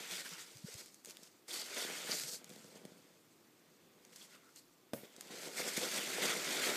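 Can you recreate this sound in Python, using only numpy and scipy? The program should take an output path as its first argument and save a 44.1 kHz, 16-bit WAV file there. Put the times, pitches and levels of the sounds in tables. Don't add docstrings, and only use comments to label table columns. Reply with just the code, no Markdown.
import sys
import numpy as np
from scipy import signal
from scipy.fft import rfft, irfft, next_fast_len
from scipy.io import wavfile
from scipy.ndimage import uniform_filter1d, map_coordinates

SR = 44100
rng = np.random.default_rng(int(sys.argv[2]) if len(sys.argv) > 2 else 0)


def to_wav(sig):
    pcm = np.clip(np.atleast_2d(sig), -1, 1) * 32767
    pcm = np.round(pcm).astype(np.int16)
    wavfile.write(sys.argv[1], SR, pcm.T)


N = 298116

# (time [s], steady crackle [dB], crunch re crackle [dB], drumming re crackle [dB])
DIG_LEVELS = [(0, -51.5, 0.5, -8), (.235, -55.5, -3, -11.5), (.35, -56.5, -1.5, -15), (.62, -63.5, -6, -7),
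              (.85, -61.5, -9, -14.5), (1.035, -74, -13, -12), (1.09, -62.5, -6, -11.5),
              (1.46, -78.5, -5, -9), (1.49, -60, -7, -10.5), (1.7, -51, -1.5, -7), (1.9, -48.5, -0.5, -3.5),
              (2.08, -50.5, -0.5, -5), (2.2, -49.5, -10, -16.5), (2.36, -51, -17, -15),
              (2.43, -72, 2.5, 2.5), (2.51, -62.5, -3.5, -3.5), (2.9, -70, -1.5, 3), (3.3, -75.5, -5, -8),
              (4.0, -77, 0.5, 4.5), (4.2, -64, -9, -12.5), (4.4, -74, 1.5, 0.5), (4.58, -72, -12, -17),
              (4.92, -80, -1, 0), (4.97, -67.5, 3.5, 8), (5.09, -72.5, 2, 1.5), (5.27, -61, -1.5, -3.5),
              (5.53, -55, -4, -1), (5.62, -46.5, -3.5, -7), (6.0, -45.5, -1.5, -4.5), (6.45, -46, 1, -3),
              (6.76, -44, 0, -2)]
# (start [s], rise [s], length [s], level [dB])
FINGER_PUSHES = [(0.099, .006, 0.11, -49.5), (0.121, 0.0085, 0.035, -49), (0.246, .004, 0.025, -52),
                 (0.301, .008, 0.041, -54), (0.372, 0.018, 0.057, -55.5), (0.651, 0.022, 0.11, -56.5),
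                 (0.759, 0.026, 0.056, -52), (1.037, 0.036, 0.074, -57.5), (1.222, .008, 0.056, -64),
                 (1.478, 0.0075, 0.088, -51), (1.526, 0.0088, 0.091, -47), (1.757, 0.009, .085, -47),
                 (2.055, 0.056, 0.065, -44.5), (2.115, 0.011, 0.13, -45), (2.264, .02, 0.03, -45.5),
                 (2.316, .015, 0.039, -48), (2.741, 0.016, 0.031, -63), (4.118, 0.011, 0.014, -61.5),
                 (4.153, .006, 0.019, -61.5), (4.175, 0.021, 0.077, -61.5), (4.283, 0.039, 0.071, -63.5),
                 (4.549, .015, 0.045, -60.5), (5.03, 0.0087, 0.024, -65.5), (5.295, 0.022, 0.14, -55),
                 (5.398, .05, 0.079, -51), (5.553, .035, 0.054, -44), (5.654, 0.037, 0.035, -41),
                 (5.762, .004, 0.023, -42.5), (5.79, 0.037, 0.056, -42.5), (5.896, 0.067, 0.087, -41.5),
                 (6.199, 0.037, 0.061, -38), (6.26, 0.027, 0.073, -43), (6.472, 0.038, 0.13, -46),
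                 (6.593, 0.042, 0.11, -41.5), (6.735, 0.023, .04, -44.5)]
# (frequency [Hz], bandwidth [Hz], relative gain [dB])
CELL_MODES = [(4460, 970, -1), (6590, 1620, -0.5), (8150, 1720, -1.5), (12940, 3600, -11.5)]
# (frequency [Hz], bandwidth [Hz], relative gain [dB])
PEANUT_MODES = [(925, 570, -9), (1438, 307, 0.5), (2090, 580, 0), (3560, 640, -2)]
# (frequency [Hz], bandwidth [Hz], relative gain [dB])
WALL_MODES = [(330, 89, 0.5), (448, 124, 3), (570, 181, 2.5), (770, 420, -5.5)]
# (frequency [Hz], bandwidth [Hz], relative gain [dB])
BOX_MODES = [(138, 66, -12.5), (203.6, 53, 0.5)]
# (time [s], level re wall drumming [dB])
BOOM_LEVELS = [(.9, -6), (1.7, -14), (2.4, -1.5), (3.7, 1), (5, -6.5), (6.76, -9)]
# (time [s], level [dB], pitch [Hz])
PEANUT_TICKS = [(0.2304, -43, 4340), (0.292, -29, 6230), (0.571, -34, 5460), (0.7412, -29, 7340),
                (0.86, -37, 7510), (0.944, -38, 7860), (1.048, -31.5, 7900), (1.058, -27.5, 5940),
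                (1.075, -42, 8030), (1.089, -39, 5880), (1.098, -34, 6670), (1.1083, -30, 5680),
                (1.17, -31, 3200), (1.233, -35, 5700), (1.541, -23, 4670), (1.815, -28, 3470),
                (1.837, -32, 3460), (2.1122, -20.5, 4120), (2.1985, -24, 8300), (2.237, -26, 6920),
                (2.444, -32, 5910), (2.494, -38, 8530), (2.5022, -38, 3340), (2.536, -39, 4100),
                (2.561, -38, 4050), (2.6439, -40, 6260), (2.7556, -47, 4800), (2.8522, -35, 3330),
                (4.0498, -41.5, 5960), (4.1605, -33.5, 5870), (4.56, -39, 7450), (4.574, -42, 4360),
                (5.1642, -35, 6700), (5.2097, -25, 6000), (5.774, -21, 7560), (6.3025, -25, 6500)]
# (start [s], end [s], pitch [Hz], level [dB])
PEANUT_SCRAPES = [(0.104, 0.187, 3470, -54.5), (0.245, 0.276, 1680, -54), (1.49, 1.527, 3500, -54.5),
                  (1.53, 1.638, 4630, -51.5), (1.76, 1.867, 3530, -47), (2.057, 2.125, 1720, -58),
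                  (2.109, 2.214, 4760, -45.5), (2.272, 2.352, 4500, -59), (4.206, 4.244, 3340, -61),
                  (4.266, 4.51, 1360, -71), (5.568, 5.632, 2150, -48.5), (6.21, 6.342, 2070, -49),
                  (6.605, 6.72, 2100, -52)]
# (time [s], impulse strength [dB])
FINGER_KNOCKS = [(1.086, -10), (1.189, -11), (1.225, -10), (2.495, -6.5), (2.509, -2), (2.561, -4),
                 (2.575, -8), (2.645, -7), (2.755, -4.5), (2.85, 1.5), (2.917, -7), (5.031, -4),
                 (5.179, -8), (5.259, -7), (5.775, 11), (5.985, 4), (6.243, 6.5)]
# (frequency [Hz], relative level [dB], T60 [s])
FLAP_MODES = [(136, -5, 0.13), (232, 2.5, 0.056), (306, 0.5, 0.043), (463, -1.5, 0.054), (555, -2.5, 0.067),
              (616, -9, 0.083), (1210, -7, 0.026), (1540, -1.5, 0.014)]
# (centre time [s], envelope peak [dB], pitch [Hz], half-width at 1/e [s])
SOFT_BUMPS = [(.137, -55, 183, 0.019), (0.331, -55, 172, 0.015), (0.563, -54, 128, 0.01),
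              (.648, -38.5, 174, 0.0053), (.688, -45.5, 458, 0.0036), (0.755, -50, 114, 0.0063),
              (2.25, -56.5, 144, 0.016), (5.835, -37.5, 520, 0.012)]
# (frequency [Hz], T60 [s])
ROOM_T60 = [(200, 0.37), (2000, 0.086), (10000, 0.13)]
# (frequency [Hz], relative spectral density [dB])
HISS_SPECTRUM = [(18, -46), (30, -13.5), (64, -31), (102, -8.5), (350, 1), (546, -7.5), (921, -12),
                 (1230, -10.5), (1360, -15), (2420, -16), (10500, -24.5), (14300, -18.5), (15500, -21)]

SQUEAK_DB = -7.5
STRAY_DB = -12.5
SAG_DB_PER_S, RELEASE_S = 12.5, 0.0058
TICK_T60_S, TICK_SHORTENING = 0.014, 0.33
SCRAPE_Q, KNOCK_CONTACT_S = 10, 0.00044
RAP_TIME_S, RAP_GAIN_DB = 4.9342, -32
REVERB_DB, HISS_DB, BAND_LIMIT_HZ = -13.5, -68.5, 15020


def digging():
    t = np.arange(N) / SR
    times, *levels = np.transpose(DIG_LEVELS)
    steady_db, crunch_db, drum_db = [np.interp(t, times, level) for level in levels]
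    effort = np.hypot(amp(steady_db), finger_pushes())
    cell_slips = stick_slip(5000, spread_db=2.0, clump_db=1.0, rub_db=1)
    crackle = drift(resonate(cell_slips, CELL_MODES), depth_db=1.5)
    peanut_slips = stick_slip(2500, spread_db=3, clump_db=0.0, rub_db=3.5)
    crunch = amp(crunch_db) * drift(resonate(peanut_slips, PEANUT_MODES), depth_db=2.0)
    squeak = amp(crunch_db / 2 + SQUEAK_DB) * foam_squeaks(per_second=400)
    taps = stick_slip(400, spread_db=1.5, clump_db=-1.5, rub_db=-0.5)
    boom = amp(np.interp(t, *np.transpose(BOOM_LEVELS))) * unit(resonate(taps, BOX_MODES))
    drumming = amp(drum_db) * (unit(resonate(taps, WALL_MODES)) + boom)
    stray_slips = stick_slip(180, spread_db=0.2, clump_db=1.3, rub_db=-32)
    clicks = amp(STRAY_DB) * unit(resonate(stray_slips, CELL_MODES + PEANUT_MODES[1:]))
    return effort * (crackle + crunch + squeak + clicks + drumming)


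def finger_pushes():
    power, t = np.zeros(N + SR), np.arange(SR // 2) / SR
    for start, rise, length, db in FINGER_PUSHES:
        held = np.minimum(t, length)
        gain = np.clip(held / rise, 0, 1) * amp(db - SAG_DB_PER_S * held)
        power[round(start * SR):][:len(t)] += gain ** 2 * np.exp(-(t - held) / RELEASE_S)
    return np.sqrt(power[:N])


def stick_slip(per_second, spread_db, clump_db, rub_db):
    slipping = rng.random(N) < per_second / SR
    size = amp(spread_db * np.minimum(rng.exponential(size=N), 4)) * rng.standard_normal(N)
    clumps = amp(clump_db * (wobble(110) + 0.74 * wobble(25)))
    rub = amp(rub_db) * rng.standard_normal(N)
    return clumps * (unit(slipping * size) + rub)


def resonate(force, modes):
    return filtered(force, lambda hz: sum(
        (-1) ** k * amp(db) * 1j * hz * width / (centre ** 2 - hz ** 2 + 1j * hz * width)
        for k, (centre, width, db) in enumerate(modes)))


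def drift(x, depth_db):
    spectra = signal.stft(x, nperseg=256)[2]
    swell = uniform_filter1d(rng.standard_normal(spectra.shape), size=3, axis=0)
    swell = uniform_filter1d(swell, size=14, axis=1)
    return unit(signal.istft(spectra * amp(depth_db * unit(swell)), nperseg=256)[1][:N])


def foam_squeaks(per_second):
    onset, pitch, size = rng.random((3, int(per_second * N / SR)))
    hz, t = 2000 * 4.5 ** pitch[:, None], np.arange(300) / SR
    gain = amp(-3 * np.log(size[:, None] + 0.023))
    grains = gain * np.sin(2 * np.pi * hz * t) * t * np.exp(-t / 0.00045)
    samples = (onset[:, None] * N).astype(int) + np.arange(len(t))
    return unit(np.bincount(samples.ravel(), grains.ravel())[:N])


def peanut_ticks():
    out, t = np.zeros(N + SR), np.arange(SR // 10) / SR
    for start, db, hz in PEANUT_TICKS:
        age = t / (TICK_T60_S * amp(-TICK_SHORTENING * (db + 42)))
        burst = rng.standard_normal(len(t)) * (1 - np.exp(-40 * age)) * amp(-60 * age)
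        burst[SR // 5000] += 3.5
        tick = burst + 2.3 * signal.lfilter(*signal.iirpeak(hz, Q=2.5, fs=SR), burst)
        out[round(start * SR):][:len(t)] += amp(db) * tick / np.abs(tick).max()
    return filtered(out[:N], lambda hz: 1j * hz / (1200 + 1j * hz) / (1 + 1j * hz / 14000))


def peanut_scrapes():
    out, t = np.zeros(N), np.arange(N) / SR
    for start, end, hz, db in PEANUT_SCRAPES:
        drag = np.clip((t - start) / 0.0072, 0, 1) * np.clip((end - t) / 0.0053, 0, 1)
        slips = stick_slip(1500, spread_db=3.5, clump_db=4.0, rub_db=-3.0)
        out += amp(db) * drag * unit(resonate(slips, [(hz, hz / SCRAPE_Q, 0)]))
    return out


def finger_knocks():
    force, t = np.zeros(N + SR), np.arange(SR // 20) / SR
    pulse = t * np.exp(-t / KNOCK_CONTACT_S)
    for start, db in FINGER_KNOCKS:
        force[round(start * SR):][:len(t)] += amp(db) * pulse / pulse.sum()
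    return resonate(force[:N], BOX_MODES + WALL_MODES)


def flap_rap():
    out, t = np.zeros(N), np.arange(SR // 2) / SR
    ring = sum(amp(db - 60 * t / t60) * np.sin(2 * np.pi * hz * t) for hz, db, t60 in FLAP_MODES)
    ring *= -(1 - np.exp(-t / 0.00044))
    burst = amp(1.5 - 60 * t / 0.024) * rng.standard_normal(len(t))
    crack = signal.lfilter(*signal.butter(1, 3000, fs=SR), burst)
    grit = amp(-20.5 - 60 * t / 0.43) * np.diff(rng.standard_normal(len(t) + 1))
    out[round(RAP_TIME_S * SR):][:len(t)] = amp(RAP_GAIN_DB) * (ring + crack + grit)
    return filtered(out, lambda hz: (1j * hz / (110 + 1j * hz)) ** 4)


def soft_bumps():
    t = np.arange(N) / SR
    return sum(amp(db) * np.exp(-((t - centre) / width) ** 2) * np.sin(2 * np.pi * hz * (t - centre))
               for centre, db, hz, width in SOFT_BUMPS)


def reverberation(x):
    hz, t, spectra = signal.stft(rng.standard_normal(SR // 2), SR, nperseg=256)
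    decay = amp(-60 * t / log_interp(ROOM_T60, hz)[:, None])
    tail = signal.istft(spectra * decay, SR, nperseg=256)[1]
    delayed = np.pad(x, (300, 0))
    return signal.fftconvolve(delayed, tail / np.linalg.norm(tail))[:N]


def hiss():
    level_db = HISS_DB + 0.18 * wobble(3.8)
    noise = filtered(rng.standard_normal(N), lambda hz: amp(log_interp(HISS_SPECTRUM, hz)))
    return amp(level_db) * unit(noise)


def amp(db):
    return 10 ** (np.asarray(db) / 20)


def unit(x):
    return x / np.sqrt(np.mean(x ** 2) + 1e-20)


def log_interp(points, hz):
    frequencies, values = np.transpose(points)
    return np.interp(np.log(hz + 1), np.log(frequencies + 1), values)


def wobble(rate):
    return map_coordinates(rng.standard_normal(int(N * rate / SR) + 4), [np.arange(N) * rate / SR])


def filtered(x, response):
    size = next_fast_len(N + SR // 2)
    return irfft(rfft(x, size) * response(np.fft.rfftfreq(size, 1 / SR)), size)[:N]


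def scene():
    direct = digging() + peanut_ticks() + peanut_scrapes() + finger_knocks() + flap_rap()
    mono = direct + amp(REVERB_DB) * reverberation(direct) + soft_bumps() + hiss()
    return np.tile(mono, (2, 1))


def record(dry):
    return np.array([filtered(side, lambda hz: hz < BAND_LIMIT_HZ) for side in dry])


dry = scene()
out = record(dry)
to_wav(out)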